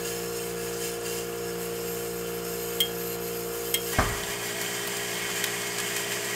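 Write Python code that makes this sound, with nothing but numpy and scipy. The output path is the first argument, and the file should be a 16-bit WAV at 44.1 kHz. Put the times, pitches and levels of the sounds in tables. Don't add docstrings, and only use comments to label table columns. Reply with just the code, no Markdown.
import sys
import numpy as np
from scipy import signal
from scipy.fft import rfft, irfft, next_fast_len
from scipy.io import wavfile
from scipy.ndimage import map_coordinates

SR = 44100
rng = np.random.default_rng(int(sys.argv[2]) if len(sys.argv) > 2 else 0)


def master_out(mix):
    frames = np.transpose(np.atleast_2d(mix))
    ceiling = np.clip(frames, -1, 1)
    pcm = np.round(ceiling * 32767).astype(np.int16)
    wavfile.write(sys.argv[1], SR, pcm)


def ratio(d):
    e = np.asarray(d, float) / 20
    return 10 ** e


N = 280035
SLOW = 64
TOP_HZ = 15750


def unit(x):
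    return x / np.sqrt(np.mean(x ** 2, axis=-1, keepdims=True) + 1e-20)


def along(points, hz):
    point_hz, point_db = np.transpose(points)
    return ratio(np.interp(np.log(hz + 1), np.log(point_hz + 1), point_db))


def wobble(rate_hz, count):
    knots = rng.standard_normal((count, int(N * rate_hz / SR) + 4))
    where = np.arange(N // SLOW + 1) * SLOW * rate_hz / SR
    return np.array([map_coordinates(k, [where]) for k in knots])


def held(slow):
    return np.repeat(slow, SLOW, axis=-1)[..., :N]


def steps(rows, ease_s, linger=1):
    start, length, db = np.transpose(rows)[:, :, None]
    t = np.arange(N // SLOW + 1) * SLOW / SR
    come = np.tanh((t - start) / ease_s)
    leave = np.tanh((t - start - length) / ease_s / linger)
    return held(np.sum(db * (come - leave) / 2, axis=0))


def filtered(x, response):
    m = next_fast_len(N + 8192)
    return irfft(rfft(x, m) * response(np.fft.rfftfreq(m, 1 / SR)), m)[..., :N]


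def band(x, low_hz, high_hz):
    def response(f):
        low_cut = (1 + (low_hz / (f + 1)) ** 16) ** -.5
        return low_cut * (1 + (f / high_hz) ** 16) ** -.5
    return filtered(x, response)


def resonant(colour, modes, modes_db, flicker_db, rate_hz, grit, ripple_db=0):
    grains_db = grit * rng.standard_normal(N // 8 + 1).repeat(8)[:N]
    rub = rng.standard_normal(N) * ratio(grains_db)
    hz, t, spectrum = signal.stft(rub, SR, nperseg=2048, noverlap=1792)
    flare = wobble(rate_hz, count=len(modes)) + .5 * wobble(rate_hz / 6, count=len(modes))
    flare = flare[:, np.minimum(np.arange(len(t)) * 4, flare.shape[1] - 1)]
    centre_hz, width_hz, db = np.transpose(modes)
    peaks = ratio(db + modes_db) / (1 + (2 * (hz[:, None] - centre_hz) / width_hz) ** 2)
    panels = along(colour, np.minimum(hz, TOP_HZ - 500)) * ratio(ripple_db * rng.standard_normal(len(hz)))
    gain = panels[:, None] + peaks @ ratio(flicker_db * flare)
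    return signal.istft(spectrum * gain, SR, nperseg=2048, noverlap=1792)[1][:N]


def ring(modes, t):
    return sum(ratio(db + rng.normal(0, 1.7) - 60 * t / t60) * np.sin(2 * np.pi * hz * t)
               for hz, db, t60 in modes)


# start_s, end_s
CHANGE = (3.915, 3.945)


def placed(first, second):
    share = np.interp(np.arange(N) / SR, CHANGE, (0, 1))
    return first * np.sqrt(1 - share) + second * np.sqrt(share)


# shaft_multiple, first_place_db, second_place_db
HUM = [(0.926, -55, -69), (1.97, -51, -50.5), (3.007, -41, -45.5), (4.036, -59.5, -55.5), (5, -60.5, -60.5),
       (5.958, -43, -46.5), (6.99, -44, -41), (8.007, -36.5, -48), (8.94, -53, -59.5), (10.01, -58, -58.5),
       (12.03, -49, -58), (14.05, -61.5, -68), (24.28, -54.5, -58.5), (30.23, -59, -76)]
# start_s, length_s, level_db
LID_RESTS = [
    (.3, .1, -3),
    (.95, 0.098, -10),
    (1.1, 0.39, -3),
    (1.95, 0.15, -3),
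    (3.52, .08, -12),
    (3.6, 0.36, -2.5),
]
# pitch_hz, level_db
FAN_AIR = [
    [(15, -53), (25, -23), (173, -7), (290, -12.5), (332, -4.5), (460, -6.5), (565, -8), (694, -7.5), (769, -10), (1500, -9), (1950, -32), (3300, -120)],
    [(15, -56), (25, 2), (60, -28), (173, -10), (285, -14.5), (408, -8), (537, -15), (671, -7), (882, -11), (1500, -15.5), (1950, -45), (3300, -120)],
]
# pitch_hz, width_hz, level_db
CASING = [
    [(654, 23, -1)],
    [(664, 49, 5), (994, 40, 4.5)],
]
TURN_HZ, CHILLER_HZ, CHILLER_DB = 58.29, 186.6, -54.5
LID_DB, FAN_DB = (-2.5, -4.5), (-44, -41.5)


def compressor():
    order, *levels = np.transpose(HUM)[:, :, None]
    order = np.round(order)
    t = np.arange(N) / SR
    turn = 2 * np.pi * TURN_HZ * t
    shake = held(wobble(9, count=len(HUM)))
    shake_db = (0.57 + 0.5 * (order < 5)) * shake
    tones = np.sqrt(2) * ratio(shake_db) * np.sin(order * turn - 2 * np.pi * rng.random(order.shape))
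    hum = placed(*[np.sum(ratio(db) * tones, axis=0) for db in levels])

    third = placed(*[ratio(db[2]) for db in levels])
    lid = placed(*[ratio(db[2] + lid_db) for db, lid_db in zip(levels, LID_DB)])
    lid = lid * ratio(steps(LID_RESTS, 0.028))
    hum = hum + (lid - third) * tones[2]

    chiller = np.sqrt(2) * ratio(CHILLER_DB + 1.5 * shake[0]) * np.sin(turn * CHILLER_HZ / TURN_HZ)
    hum = hum + placed(0, chiller)
    hum = hum * ratio(np.interp(t, (3.93, 3.955, 3.98, 4.05), (0, 0.5, -0.5, 0)))

    fan = []
    for colour, modes, db in zip(FAN_AIR, CASING, FAN_DB):
        air = resonant(colour, modes, modes_db=-11, flicker_db=1, rate_hz=12, grit=0, ripple_db=2)
        fan.append(ratio(db) * unit(air))
    throb = 1 - 0.17 * np.sin(turn * 4)
    return hum + throb * placed(*fan)


# pitch_hz, width_hz, level_db
STEEL = [
    [(1426, 10, -23), (1674, 17.6, 7.5), (2135, 52, -11), (2640, 9.4, -3), (2807, 40, -3), (3080, 14, 2), (4150, 82, -8.5), (4780, 63, -7), (5310, 60, -1.5), (5960, 45, -5), (6696, 41, 3), (7050, 55, -14), (7570, 47, -1), (8440, 115, -7.5), (8970, 40, -4), (10100, 48, -15), (11070, 140, -10), (12040, 190, -16), (13250, 220, -13), (14200, 100, -14)],
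    [(1610, 150, -5.5), (1922, 107, 5.5), (2178, 28, 10.5), (2476, 78, 1), (2770, 28, -24), (3118, 90, 3), (4480, 48, -3.5), (4910, 230, -9.5), (5130, 47, -10), (5890, 100, -20), (5900, 47, -12), (6920, 56, -1), (7350, 79, 1.5), (7820, 64, -26), (8280, 260, -6.5), (9790, 53, -28), (11600, 320, -18), (12200, 160, -11), (12800, 110, -12), (13600, 120, -16)],
]
# pitch_hz, level_db
ICE = [
    [(530, -34), (900, -21), (1320, -34), (1430, -12), (1900, -3), (2810, -3.5), (3650, -9.5), (5200, -3.5), (5650, -8.5), (6830, -2), (10500, -16.5), (13100, -15), (15300, -10)],
    [(530, -39), (900, -3), (1140, 0.5), (1450, -11.5), (1590, -2), (1900, -4), (2810, -6), (3160, -8), (3780, -10.5), (7250, -6.5), (9870, -13.5), (14100, -9), (15300, -11)],
]
# pitch_hz, width_hz, level_db
EDGE = [
    (12150, 130, 0),
    (12810, 110, 1),
    (13200, 110, -5),
]
# pitch_hz, width_hz, level_db
SQUEAL = [
    (1682, 25, 0.5),
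    (2775, 30, 2),
    (3080, 25, -3),
    (4740, 55, -8),
]
# start_s, level_db
PRESSURE = [(0, -0.5), (.1, 2), (.6, 0), (.9, 0.5), (1.3, -1.5), (1.75, -0.5), (2, 0.5), (2.35, -1.5),
            (2.55, 0), (3.7, -0.5), (3.9, 1), (4.13, -1), (4.92, 0), (5.37, 1), (6.35, 1)]
# start_s, length_s, level_db
RIDGES = [
    (0.049, 0.06, 5.5),
    (.29, 0.041, -1),
    (0.726, .04, 2.5),
    (0.808, .08, 5.5),
    (1.04, 0.18, 6),
    (2.472, 0.16, 2.5),
    (3.09, 0.069, 1),
    (3.47, 0.037, -0.5),
    (3.862, .07, 4),
]
# start_s, length_s, level_db
HOLLOWS = [
    (.52, 0.091, -1),
    (.97, 0.087, -2.5),
    (1.24, .06, -1),
    (1.55, 0.05, -3),
    (1.67, .06, -4.5),
    (2.22, .05, -5),
    (2.4, .04, -5.5),
    (3.16, 0.056, -5.5),
    (3.4, .05, -1.5),
]
# drum_db, blade_db, fizz_db
LAYER_DB = [
    (-46.5, -44, -46),
    (-36.5, -38, -43.5),
]
PRESSURE_SHARE = [
    (.5, 1, 1.1),
    (1.1, .9, -0.15),
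]
RIDGE_SHARE, HOLLOW_SHARE = (0.26, 0.89, 0.68), (0.16, 0.5, 1.1)
ICING_SHARE, JUDDER_DB = (0, .05, 0.27), (0.75, 0.73, 1.25)
EASE_S, LINGER = 0.01, 1.9
ICING_S, ICING_DB = (1.2, 2.5), 8.5
CHATTER_DB, CHATTER_SHARE = -51, 1.1
SQUEAL_DB, SQUEAL_GROWS, SQUEAL_T60_S = -60.5, 3.2, .9


def blade():
    t = np.arange(N) / SR
    first = resonant(ICE[0], STEEL[0], modes_db=4.0, flicker_db=3.0, rate_hz=10, grit=2.7, ripple_db=4)
    second = resonant(ICE[1], STEEL[1], modes_db=-1.5, flicker_db=1.5, rate_hz=18, grit=2.1, ripple_db=3.5)

    pressure = np.interp(t, *np.transpose(PRESSURE))
    ridges, hollows = steps(RIDGES, EASE_S, LINGER), steps(HOLLOWS, EASE_S)
    icing = placed(np.interp(t, ICING_S, (0, ICING_DB)), 0)
    relief = np.outer(ICING_SHARE, icing) + np.outer(RIDGE_SHARE, ridges) + np.outer(HOLLOW_SHARE, hollows)

    layer_bands = [(1200, 3400), (3400, 9300), (9300, TOP_HZ)]
    parts = []
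    for rub, db, share in zip((first, second), LAYER_DB, PRESSURE_SHARE):
        layers = np.array([unit(band(rub, *edges)) for edges in layer_bands])
        parts.append(ratio(np.c_[list(db)] + np.outer(share, pressure) + relief) * layers)
    judder = ratio(np.outer(JUDDER_DB, held(wobble(16, count=1))))
    scrape = np.sum(judder * placed(*parts), axis=0)

    silent = [(10, -120)]
    chatter = unit(resonant(silent, EDGE, modes_db=0, flicker_db=2.5, rate_hz=21, grit=1))
    chatter = chatter * ratio(CHATTER_DB + icing + CHATTER_SHARE * (pressure + hollows))

    squeal = unit(resonant(silent, SQUEAL, modes_db=0, flicker_db=1.5, rate_hz=14, grit=1))
    swell = np.zeros(N)
    for start, _, db in RIDGES:
        onset = np.clip((t - start) / EASE_S + .5, 0, 1)
        swell += ratio(SQUEAL_DB + SQUEAL_GROWS * db - 60 * (t - start) / SQUEAL_T60_S) * onset
    return scrape + placed(chatter + squeal * swell, 0)


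# start_s, level_db, crack_db, lower_rim_db, rim_db
TAPS = [
    (2.803, -9.5, 7, 3, 4.5),
    (3.7405, -4.5, 1, -11, -2),
]
# pitch_hz, level_db, t60_s
TRAY = [(2118, -8.5, 0.12), (2825, -10, 0.11), (2930, -11, 0.12), (4235, -17, 0.07), (5300, -7, 0.042),
        (6270, -11, 0.043), (6700, -5, 0.05), (8050, -1, 0.047), (8790, -3, 0.041), (10070, -13, .03),
        (12000, -6.5, 0.047), (12800, 1, 0.024)]
# pitch_hz, level_db, t60_s
RIM = [
    (3089, -5, .12),
    (3231, 0, .18),
]


def tray():
    out, blur = np.zeros(N + SR), np.zeros(N + SR)
    t = np.arange(SR // 3) / SR
    rise = 1 - np.exp(-t / 0.00093)
    for start, db, crack_db, low_db, rim_db in TAPS:
        modes = [(hz, level + low_db * (3000 < hz < 3150) + rim_db * (3000 < hz < 3400), t60)
                 for hz, level, t60 in [*TRAY, *RIM]]
        bright = np.diff(rng.standard_normal(len(t) + 1)) * 0.78
        crack = ratio(crack_db - 60 * t / 0.054) * bright
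        here = slice(round(start * SR), round(start * SR) + len(t))
        out[here] += ratio(db - 13.5) * (ring(modes, t) + crack) * rise
        blur[here] += ratio(db - 23.5 - 60 * t / 0.11) * rise
    return out[:N] + blur[:N] * unit(band(rng.standard_normal(N), 1840, 3700))


# start_s, level_db, fizz_db, drum_db
CRACKS = [(3.9294, -24.5, -3, -10), (4.0871, -27, -8, -21), (4.233, -24, -13, 0.5), (4.613, -19, -10, -15),
          (4.8718, -22, -4, -4), (4.9676, -20, -14, -9), (5.2894, -26, -13, -7), (5.2994, -24, -13, -8),
          (5.3754, -33, -13, -8), (5.44, -16.5, -10.5, 0), (5.4634, -22.5, -11, -4.5),
          (5.6146, -22.5, -15, -9), (5.6665, -21, -17, -10), (5.7828, -18, -17, -7.5),
          (5.7994, -18, -19, -8), (5.964, -18, -12, -10), (6.118, -22.5, -11, 0.5), (6.2444, -24, -9, -8)]
# start_s, level_db
KNOCKS = [
    (3.9294, -25),
    (4.0871, -29),
    (5.2894, -31),
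    (5.2994, -22),
]
CRACK_T60_S, KNOCK_DB = 0.043, -31
SNAP_DB, SNAP_T60_S, SNAP_GROWS = 12, 0.012, 4.5


def cracks():
    t = np.arange(SR // 8) / SR
    shape = ratio(-8.0 - 60 * t / CRACK_T60_S) * (1 - np.exp(-t / 0.0023))
    loudest_db = np.max(CRACKS, axis=0)[1]
    bursts = np.zeros((4, N + SR))
    for start, db, fizz_db, drum_db in CRACKS:
        levels = ratio(np.c_[[db, db + fizz_db + 9.0, db + drum_db + 3.0, KNOCK_DB]])
        snap = 1 + ratio(SNAP_DB + SNAP_GROWS * (db - loudest_db) - 60 * t / SNAP_T60_S)
        bursts[:, round(start * SR):round(start * SR) + len(t)] += levels * shape * snap
    for start, db in KNOCKS:
        bursts[-1, round(start * SR):][:len(t)] += ratio(db) * shape
    bands = [(4000, 9500), (9500, TOP_HZ), (1500, 4000), (800, 1300)]
    return sum(b * unit(band(rng.standard_normal(N), *edges)) for b, edges in zip(bursts[:, :N], bands))


# start_s, level_db
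THUD = (3.985, -16)
# pitch_hz, level_db, t60_s
COUNTER = [
    (42, -11, .6),
    (70, -13, .25),
    (97, -5, .17),
    (108, -10, .45),
    (190, -17, .2),
]
# pitch_hz, level_db
CLATTER = [(88, -26), (150, -3.5), (548, -11), (640, -1.5), (820, -7), (1200, -2), (2130, -14.5),
           (2820, -32), (3090, -23), (3550, -28), (6000, -26), (13200, -120)]


def thud():
    t = np.maximum(np.arange(N) / SR - THUD[0], 0)
    boom = -ring(COUNTER, t) * (1 - np.exp(-t / 0.0027))
    rumble = 0.26 * ratio(-60 * t / 0.72) * unit(band(rng.standard_normal(N), 30, 135))
    rattle = unit(filtered(rng.standard_normal(N), lambda f: along(CLATTER, f)))
    rattle = rattle * (ratio(-4.0 - 60 * t / 0.15) + ratio(-12.0 - 60 * t / 0.79))
    return ratio(THUD[1]) * (boom + rumble + rattle) * (1 - np.exp(-t / 0.0011))


def scene():
    mono = compressor() + blade() + tray() + cracks() + thud()
    return np.array([mono, mono])


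def low_pass(x):
    return signal.sosfilt(signal.butter(12, 16660, fs=SR, output="sos"), x)


def record(dry):
    mix = filtered(dry, lambda f: np.clip((TOP_HZ - f) / 100 + .5, .003, 1))
    return low_pass(mix)


dry = scene()
out = record(dry)
master_out(out)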